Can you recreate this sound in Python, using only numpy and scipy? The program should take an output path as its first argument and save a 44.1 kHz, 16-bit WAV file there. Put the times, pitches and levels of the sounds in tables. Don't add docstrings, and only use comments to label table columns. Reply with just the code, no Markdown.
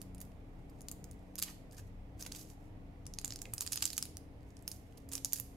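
import sys
import numpy as np
from scipy import signal
from scipy.fft import irfft
from scipy.io import wavfile
from scipy.ndimage import uniform_filter1d

SR = 44100
rng = np.random.default_rng(int(sys.argv[2]) if len(sys.argv) > 2 else 0)


def bounce(signal):
    frames = np.transpose(np.atleast_2d(signal))
    limited = np.clip(frames, -1, 1)
    pcm = np.round(limited * 32767).astype(np.int16)
    wavfile.write(sys.argv[1], SR, pcm)


def makeup_ratio(level_db):
    decades = np.asarray(level_db, float) / 20
    return 10 ** decades


N = 245195

# pitch_hz, level_db, t60_s
SHEET_MODES = [(3050, -10, .0018), (4750, -3, .0022), (5800, -4, .0016), (7050, 0, .0022),
               (8800, -2, .0018), (10600, -4, .0015), (12200, -5, .0015), (13900, -8, .0014),
               (15500, -10, .0014)]
# pitch_hz, level_db, t60_s
CUP_MODES = [(890, 3, 0.0041), (1310, 0.5, 0.0044), (2290, 14, 0.0015)]


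def evened(x):
    return x / np.sqrt(np.mean(x ** 2) + 1e-20)


def read(points, hz):
    f, value = np.transpose(points)
    return np.interp(np.log(hz + 1), np.log(f + 1), value)


def add(mix, start_s, sound):
    part = mix[:, max(round(start_s * SR), 0):][:, :sound.shape[1]]
    part += sound[:, :part.shape[1]]


def ring(modes, bright_db, luck, spread_db, detune=.045, rise_s=.0002):
    hz, db, t60 = np.transpose(modes)[:, :, None]
    k = len(modes)
    t = np.arange(400) / SR
    hz = hz * (1 + detune * luck[:k, None])
    db = db + bright_db * np.log2(hz / 7000) * 0.33
    own = luck[k:3 * k].reshape(2, k, 1)
    shared = luck[3 * k:4 * k, None]
    level = makeup_ratio(db + spread_db * (shared + .9 * own) - 60 * t / t60)
    phase = np.pi * np.arange(k)[:, None] + 0.67 * own * np.sqrt(hz / 7000) + 0.5 * shared
    onset = 1 - np.exp(-(t / rise_s) ** 2)
    sound = (level * np.sin(2 * np.pi * hz * t + phase)).sum(1) * onset
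    return sound / abs(sound).max(1, keepdims=True)


def shatter(sound, luck, share=0.035, db=-10.0, t60_s=0.022):
    t = np.arange(len(luck)) / SR
    slips = np.sign(luck) * (abs(luck) < share) * makeup_ratio(db - 60 * t / t60_s) * (t > .0004)
    return signal.fftconvolve(sound, slips[None], axes=1)


def snaps():
    # start_s, peak_db, brightness_db, pitch_hz, second_pitch_hz
    dabbing = [(0.0168, -35, 1, 9300, 13600), (0.1481, -45, 10, 9170, 11600), (0.182, -48, 10, 9260, 5300),
               (0.2045, -40, 11, 6850, 10900), (0.2147, -34.5, 21, 13100, 9600),
               (0.2175, -44, 20, 13600, 12000), (0.3185, -60, -3, 2710, 5040),
               (0.6972, -56, -2, 4550, 7320), (0.7004, -58, 15, 12190, 9860),
               (0.8081, -40.5, 7, 6700, 9500), (0.8176, -44, 13, 9800, 6900), (0.8854, -29, 7, 6500, 8200),
               (0.9151, -30, 20, 7230, 9600), (1.0425, -38.5, 10, 6600, 9050),
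               (1.1129, -44, 22, 9550, 6700), (1.1319, -57, 3, 12200, 4610)]
    # start_s, peak_db, brightness_db, pitch_hz, second_pitch_hz
    lifting = [(1.356, -34, -3, 12500, 9040), (1.3861, -32.5, 1, 5130, 12490),
               (1.3882, -34, 9, 12620, 8740), (1.3914, -28.5, 10, 12900, 10100),
               (1.4175, -46, 1, 7580, 4690), (1.42, -28.5, -4, 4740, 6720),
               (1.4252, -19.5, -0.5, 6760, 12300), (1.4266, -24, 10, 7110, 9800),
               (1.484, -46, -9, 3190, 5120), (1.7122, -53, -7, 4910, 6890), (1.7144, -60, -16, 4950, 6850),
               (1.7237, -53, 5, 9090, 2630), (1.726, -60, 9, 9090, 7600), (1.768, -60, 4, 9560, 5300),
               (1.7801, -50, -14.5, 5550, 7580), (1.7826, -48, 0.5, 6680, 5130),
               (2.2116, -40, 2, 8910, 6930), (2.2256, -30.5, 13, 5870, 9470), (2.252, -40, -14, 4610, 3100),
               (2.2643, -33.5, -32, 4900, 7000), (2.3187, -37, -2, 7000, 3360),
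               (2.3219, -30.5, 3, 4850, 7700), (2.3498, -36.5, -20, 6860, 3550),
               (2.3643, -48, 2, 4570, 7670), (2.3666, -43.5, -11, 4330, 7500), (2.3694, -44, 3, 5900, 9500),
               (2.4514, -55, 1, 6550, 4950), (2.5012, -49, 3, 5600, 7900)]
    # start_s, peak_db, brightness_db, pitch_hz, second_pitch_hz
    pressing = [(3.056, -53, -6, 5120, 7500), (3.0666, -35, -2.5, 5930, 10000),
                (3.1382, -36.5, -11, 5800, 9400), (3.1872, -26, -8, 6800, 5120),
                (3.2469, -22.5, 7, 6700, 8570), (3.279, -32, 15, 7100, 9100),
                (3.3064, -30, -14, 6760, 5400), (3.3233, -30, -15, 6930, 5160),
                (3.36, -32.5, 5, 5240, 9000), (3.3903, -41, 1, 7200, 4850), (3.417, -35.5, 4, 7250, 10470),
                (3.4189, -29, 12, 7140, 5530), (3.4552, -40.5, -24, 2650, 7320),
                (3.5374, -23, 29, 9450, 7740), (3.5812, -27, 12, 7070, 4930), (3.6054, -40, -4, 5510, 9170),
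                (3.6087, -19.5, 11, 6830, 8470), (3.6228, -41, 0, 7240, 5040),
                (3.6651, -29, -9, 9200, 6500), (3.672, -35, 8, 7000, 5340), (3.6759, -27.5, -6, 4700, 7150)]
    # start_s, peak_db, brightness_db, pitch_hz, second_pitch_hz
    dragging = [(3.7202, -30.5, 15, 11020, 6630), (3.7233, -24, -3, 6980, 11000),
                (3.7587, -26, -4, 9600, 13200), (3.7754, -24, -30, 5030, 6600),
                (3.8083, -36, -27, 4800, 7200), (3.8243, -20.5, -9, 4430, 11700),
                (3.8262, -19, -12, 7100, 2900), (3.8417, -27.5, -17, 6330, 10800),
                (3.8549, -16.5, -1, 7430, 8750), (3.9036, -29, -4, 7040, 5100),
                (3.929, -41, 2, 4520, 10470), (3.932, -31, 3, 4260, 8900), (3.968, -33, 5, 6170, 12200),
                (3.9799, -20, -6, 11000, 6300), (4.0267, -21.5, 3, 5360, 7900),
                (4.0545, -35, 22, 10900, 4540), (4.1703, -35.5, 11, 6120, 7500)]
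    # start_s, peak_db, brightness_db, pitch_hz, second_pitch_hz
    finishing = [(4.4078, -64, -19, 5200, 3360), (4.5055, -57, -7, 6800, 5210),
                 (4.569, -45.5, -25, 5600, 9660), (4.592, -56, 0, 5470, 9860),
                 (4.6252, -52.5, 20, 11500, 7800), (4.6785, -23, 16, 5270, 9500),
                 (4.716, -34, 11, 5100, 10000), (4.7184, -37.5, 10, 8650, 4870),
                 (4.925, -59, -9, 2900, 6030), (4.9742, -48.5, -1, 6540, 9730),
                 (4.9775, -48, 8, 10510, 6050), (4.9814, -50.5, 13, 12500, 9200),
                 (5.09, -44, 8, 11330, 7920), (5.0923, -45.5, 2, 7280, 11330), (5.115, -55, 4, 6030, 12620),
                 (5.1177, -38, -6, 6600, 8700), (5.1231, -31.5, 8, 8500, 12600),
                 (5.13, -38, 12, 9170, 6850), (5.1345, -32, 8, 8600, 6590), (5.1372, -35, 14, 8530, 6850),
                 (5.1536, -25, 11, 6070, 10300), (5.1797, -31, 1, 4830, 8270),
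                 (5.2478, -18.5, 8, 6900, 10440), (5.324, -33, 0, 6850, 9000),
                 (5.3326, -17.5, 17, 11710, 7040), (5.386, -36.5, 6, 10000, 7110),
                 (5.3998, -27.5, 21, 12900, 10200)]
    # start_s, peak_db, brightness_db, pitch_hz,
    # second_pitch_hz
    further_snaps = [(.2514, -52, 10, 12660, 9000), (0.893, -46, 3, 7040, 5060), (0.9233, -42, 8, 7100, 9600),
                     (1.3814, -37, -2, 5050, 3500), (1.3992, -31, 1, 10700, 5750),
                     (1.4332, -29, 2, 7000, 10500), (1.437, -43, 4, 8500, 5000), (2.2024, -58, 0, 7190, 5000),
                     (2.209, -47, -4, 5480, 9000), (3.2148, -38.5, 8, 6980, 12000),
                     (3.2575, -32.5, -4, 8800, 5200), (3.337, -38.5, 8, 6500, 12500),
                     (3.617, -40, 8, 8600, 6000), (3.6255, -37, 0, 4550, 8000), (3.638, -45, 6, 9000, 5000),
                     (3.651, -44, -12, 4520, 3000), (3.7333, -38.5, 0, 9500, 5000),
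                     (3.736, -40, 0, 7540, 4500), (3.7715, -34, -14, 9750, 5130), (3.877, -32, 1, 5100, 8550),
                     (4.4315, -59, 0, 4740, 12100), (5.256, -31, 12, 5400, 8900), (5.338, -31, 8, 6940, 11000),
                     (5.3597, -33, 6, 6800, 10000), (5.3759, -42, 3, 6980, 11000)]
    rows = dabbing + lifting + pressing + dragging + finishing + further_snaps
    spread, beamed = np.zeros((2, 2, N))
    luck = rng.standard_normal((len(rows), 4, 4 * len(SHEET_MODES)))
    slip_luck = rng.uniform(-0.92, 1, (len(rows), 500))
    for row, (crack_luck, flap_luck, crease_luck, pan_luck), after in zip(rows, luck, slip_luck):
        start_s, db, bright_db, hz, second_hz = row
        flap_db = -20.5 - 0.27 * (db + 34.5)
        pan_db = -1 - .6 * start_s + 1.5 * pan_luck[1]
        crack = ring(SHEET_MODES, bright_db, crack_luck, spread_db=1.2)
        own_modes = [(hz, 0, .0035), (second_hz, -2.5, .003)]
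        crease = ring(own_modes, 0, crease_luck, spread_db=0, detune=0)
        flap = makeup_ratio(flap_db) * ring(CUP_MODES, 0, flap_luck, spread_db=2.0, detune=.12)
        gain = makeup_ratio(db + 2.5 + np.array([[pan_db], [-pan_db]]) / 2)
        onset_s = start_s - .0004
        add(spread, onset_s, gain * (.7 * crack + flap + .3 * crease))
        add(beamed, onset_s, gain * shatter(0.84 * crack + 0.34 * flap + 0.48 * crease, after))
        add(beamed, onset_s, gain * makeup_ratio(-5.5) * crease)
    return spread, beamed


def thumps():
    # start_s, peak_db, pitch_factor
    pushes = [(0.884, -53, 1.2), (1.39, -33, 1.63), (1.424, -33, 1.25), (1.482, -40, 1.9),
              (2.224, -42, 1.1), (2.263, -44, 0.95), (3.185, -38.5, 1.9), (3.245, -34.5, 0.83),
              (3.305, -41, 1.1), (3.453, -49, 1.17), (3.535, -36, 1.15), (3.58, -44, 1.03),
              (3.607, -37, 0.99), (3.663, -42, 1.16), (3.722, -36, 1.16), (3.757, -43, 0.98),
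              (3.773, -36.5, 1.53), (3.822, -37, 0.87), (3.854, -44, 1.8), (3.961, -51, 0.6),
              (3.978, -54, 0.87), (4.026, -38, 1.2), (4.677, -57, 1.1), (5.246, -56, 1.1),
              (5.331, -51, 0.67), (5.398, -39, 1.3)]
    out = np.zeros((2, N))
    for start_s, db, factor in pushes:
        modes = [(hz * factor, level_db, t60) for hz, level_db, t60 in CUP_MODES]
        luck = rng.standard_normal(4 * len(modes))
        gain = makeup_ratio(db - 5.5 + np.array([[-1.5], [1.5]]))
        add(out, start_s, gain * ring(modes, 0, luck, spread_db=1.0, detune=0.025))
    return out


def creases(modes, per_s, uneven_db, clump_db, kinds=range(14)):
    size = makeup_ratio(uneven_db * np.minimum(rng.exponential(1, N), 4)) * (rng.random(N) < per_s / SR)
    kind = rng.integers(0, len(kinds), N)
    out = np.zeros((2, N))
    for k in kinds:
        grain = ring(modes, 0, rng.standard_normal(4 * len(modes)), spread_db=4.5, detune=0.067)
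        out += signal.oaconvolve((size * (kind == k))[None], grain, axes=1)[:, :N]
    knots = np.arange(0, N, 200)
    clumps = np.interp(np.arange(N), knots, rng.standard_normal(len(knots)))
    return evened(out * makeup_ratio(clump_db * clumps))


def rustle():
    # time_s, level_db
    pressure = [(0.0, -59), (0.11, -90), (0.76, -72), (1.41, -74), (1.59, -84.5), (2.23, -85), (2.38, -84),
                (2.52, -71), (2.66, -90), (3.11, -79), (3.62, -61), (3.83, -45), (4.03, -54), (4.21, -90),
                (4.68, -64.5), (5.2, -78), (5.3, -61), (5.56, -67)]
    # start_s, length_s, level_db, dull_flapping_share (0-1)
    crunches = [(0.202, 0.032, -63.5, 0.07), (0.917, 0.014, -71, 0.3), (1.3805, 0.013, -46, 0.12),
                (1.4225, 0.008, -37, .1), (1.43, .012, -44, 0.08), (1.44, 0.09, -58, 0.9),
                (1.709, 0.052, -64, 0), (1.762, 0.046, -57.5, 0.34), (1.85, 0.053, -81, 0.4),
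                (2.172, .022, -70, .2), (2.192, 0.032, -52, 0.2), (2.228, .03, -56, .3),
                (2.375, .065, -62, .1), (2.26, 0.011, -44.5, 0.51), (2.301, 0.17, -62, 0.2),
                (2.327, 0.048, -61, 0.3), (2.454, 0.09, -68, 0.06), (3.14, 0.052, -79, .1),
                (5.11, .07, -71, 0.1), (2.58, 0.13, -82, 0), (3.28, 0.07, -65, 0.2),
                (3.614, 0.015, -42.5, 0.14), (3.719, 0.021, -40, 0.05), (3.82, 0.018, -43, 0.36),
                (3.86, 0.0092, -52, 0.3), (3.974, 0.02, -47.5, 0.27), (4.425, 0.1, -86, 0.1),
                (4.68, 0.1, -66, 0.02), (5.101, 0.087, -53, 0.33), (5.33, 0.067, -52.5, 0.03)]
    t = np.arange(N) / SR
    crisp = makeup_ratio(np.interp(t, *np.transpose(pressure)) - 11.0)
    dull = np.zeros(N)
    for start_s, length_s, db, dull_share in crunches:
        u = np.clip((t - start_s) / length_s, 0, 1)
        swell = makeup_ratio(db) * np.sin(np.pi * u ** 1.06) ** 1.02
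        crisp = crisp + swell
        dull = dull + dull_share * swell
    sheet = creases(SHEET_MODES, 4500, 3.1, 4.4) * crisp
    cup = creases(CUP_MODES + SHEET_MODES[:2], 2500, 0.98, 0.97) * dull
    return (sheet + cup) * makeup_ratio(np.array([[-1.5], [1.5]]))


def bottle():
    # start_s, peak_db, length_s, pitch_hz
    rubs = [
        (1.481, -58, .008, 1900),
        (1.722, -72, .032, 1700),
        (1.780, -63, .008, 1690),
        (1.7905, -62, .008, 1690),
        (2.19, -69, .03, 1600),
        (3.453, -54, .005, 2200),
        (3.454, -58, .004, 2550),
        (3.457, -65, .02, 2080),
        (3.48, -70, .018, 2130),
    ]
    out = np.zeros((2, N))
    for start_s, db, length_s, hz in rubs:
        t = np.arange(min(round(length_s * SR), 2000)) / SR
        wobble = np.cumsum(.11 * rng.standard_normal(len(t)))
        rub = np.sin(2 * np.pi * hz * t + wobble) * np.sin(np.pi * (t / length_s) ** 1.4)
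        add(out, start_s, makeup_ratio(db + 4.5 + np.array([[-1.], [1.]])) * rub)
    return out


def room(x):
    # delay_s, spread_s, level_db
    echoes = [(.0009, .0003, -11), (.0018, .0005, -17), (.0031, .0006, -10.5), (.0046, .0006, -21),
              (.0081, .0008, -10), (.0115, .0013, -10), (.016, .002, -23), (.027, .002, -21)]
    # frequency_hz, t60_s
    wall_decay = [(800, 0.16), (3000, 0.5), (7000, 0.38), (12000, 0.42), (16000, 0.22)]
    t = np.arange(SR // 2) / SR
    signs = rng.choice([-1., 1.], (2, 2, len(t)))
    taps = signs * (rng.random((2, 2, len(t))) < .2)
    build_up = np.clip((t - .006) / 0.0052, 0, 1)
    hz, frame_s, z = signal.stft(taps[0] * build_up, SR, nperseg=256)
    decay = makeup_ratio(-60 * frame_s / read(wall_decay, hz)[:, None])
    walls = signal.istft(z * decay, SR, nperseg=256)[1][:, :len(t)]
    path = makeup_ratio(-10.5) * walls / np.linalg.norm(walls[0])
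    for delay_s, spread_s, db in echoes:
        bunch = taps[1] * np.exp(-((t - delay_s) / spread_s) ** 2)
        bunch = signal.lfilter([1, -.4], 1, bunch)
        path += makeup_ratio(db) * bunch / np.linalg.norm(bunch, axis=1, keepdims=True)
    path[:, 0] = 1
    return signal.fftconvolve(x, path, axes=1)[:, :N]


def ports(x):
    # frequency_hz, difference_db
    port_lean = [(300, -1), (1000, -4), (4000, 0.6), (8000, -0.2), (12500, -8), (16000, -4)]
    lean_db = read(port_lean, np.fft.rfftfreq(256, 1 / SR)) / 2
    taps = irfft(makeup_ratio(np.array([lean_db, -lean_db])))
    taps = np.roll(taps, 128, 1) * np.hanning(257)[:-1]
    return signal.oaconvolve(x, taps, axes=1)[:, 128:N + 128]


def swells():
    # start_s, level_db, length_s, pitch_hz
    pushes = [
        (0.946, -60, 0.12, 60),
        (2.68, -50, 0.11, 101.6),
        (3.045, -52, 0.078, 143),
        (3.06, -49, 0.054, 38.3),
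        (3.286, -49, 0.055, 105),
        (3.472, -47.5, 0.11, 115),
        (3.897, -61, 0.1, 70.5),
        (4.121, -48, 0.073, 89.6),
        (4.415, -48.5, 0.1, 59),
        (5.38, -52.5, 0.083, 114),
    ]
    out = np.zeros((2, N))
    for start_s, db, length_s, hz in pushes:
        t = np.arange(0, length_s, 1 / SR)
        push = np.sin(np.pi * t / length_s) * np.sin(2 * np.pi * hz * t)
        add(out, start_s, makeup_ratio(db) * push * np.ones((2, 1)))
    return out


def drift(per_s):
    t = np.arange(N) / SR
    return evened(np.interp(t, np.arange(200) / per_s, rng.standard_normal(200)))


def hum():
    # pitch_hz, rms_db
    motor_lines = [(30.4, -59.5), (59.2, -65), (91.5, -71), (183.0, -65), (274.5, -66), (306.8, -68),
                   (393.0, -78)]
    out = np.zeros(N)
    for hz, db in motor_lines:
        turns = np.cumsum(hz + 2.225 * drift(9)) / SR
        out += np.sqrt(2) * makeup_ratio(db + 3.2 * drift(7)) * np.sin(2 * np.pi * turns)
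    return out * makeup_ratio(np.array([[.8], [-.8]]))


def steady_noise(spectrum, db, patchy_db):
    # frequency_hz, coherence (-1 to 1)
    likeness = [(60, 1), (180, 0.83), (550, 0.57), (1650, -0.27), (4970, 0.11), (15000, -0.16)]
    # frequency_hz, difference_db
    noise_lean = [(60, -2), (180, 6), (550, -4.5), (1650, -3.5), (4970, -1), (15000, -8.5)]
    frames, hz = N // 512 + 5, np.fft.rfftfreq(2048, 1 / SR)
    a, b, c, d, patches = rng.standard_normal((frames, 1025, 5)).T
    patches = uniform_filter1d(patches, size=6, axis=0)
    patches = evened(uniform_filter1d(patches, size=8, axis=1))
    same = np.clip(read(likeness, hz), -1, 1)[:, None]
    left = a + 1j * b
    right = same * left + np.sqrt(1 - same ** 2) * (c + 1j * d)
    z = np.array([left, right])
    lean_db = read(noise_lean, hz)[:, None] / 2
    z *= makeup_ratio(read(spectrum, hz)[:, None] + patchy_db * patches + np.array([lean_db, -lean_db]))
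    return makeup_ratio(db) * evened(signal.istft(z, nperseg=2048, noverlap=1536)[1][:, :N])


def house():
    # frequency_hz, density_db (per Hz)
    rumble = [(12, -58), (24, -15.5), (96, 1.5), (152, -8), (188, -32.5), (209, -10), (273, -10),
              (332, -18.5), (457, -13.5), (556, -19), (712, -18), (981, -26), (1400, -32), (1820, -43),
              (3080, -120)]
    # time_s, level_db
    load = [(0.0, -54.5), (0.46, -55), (0.94, -54.5), (1.53, -56.5), (1.86, -55.5), (3.39, -55),
            (3.78, -57), (4.15, -56), (4.75, -57), (5.03, -56), (5.19, -56.5), (5.39, -59.5), (5.56, -55)]
    load_db = np.interp(np.arange(N) / SR, *np.transpose(load))
    steady = steady_noise(rumble, db=-54.5, patchy_db=1.08) + hum()
    return steady * makeup_ratio(0.94 * (load_db - load_db.mean()))


def hiss():
    # frequency_hz, density_db (per Hz)
    hiss_spectrum = [(820, -36), (1400, -10), (1470, -2.5), (1990, 3.5), (3010, -4), (4360, -9.5),
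                     (5580, -12.5), (9850, -19), (10900, -14.5), (16500, -25)]
    return steady_noise(hiss_spectrum, db=-73.0, patchy_db=0.97)


def scene():
    spread, beamed = snaps()
    in_room = room(spread + thumps() + rustle() + bottle())
    near = ports(in_room + beamed)
    return near + swells() + house() + hiss()


def top_cut(x):
    return signal.sosfilt(signal.butter(12, 16970, fs=SR, output="sos"), x)


def record(dry):
    edge = signal.firwin(601, 15850, window=("kaiser", 6), fs=SR)
    top = signal.firwin(601, 16800, fs=SR)
    low = signal.oaconvolve(dry, edge[None], "same")
    wide = signal.oaconvolve(dry, top[None], "same")
    mix = low + makeup_ratio(-23) * (wide - low)
    return top_cut(mix)


dry = scene()
out = record(dry)
bounce(out)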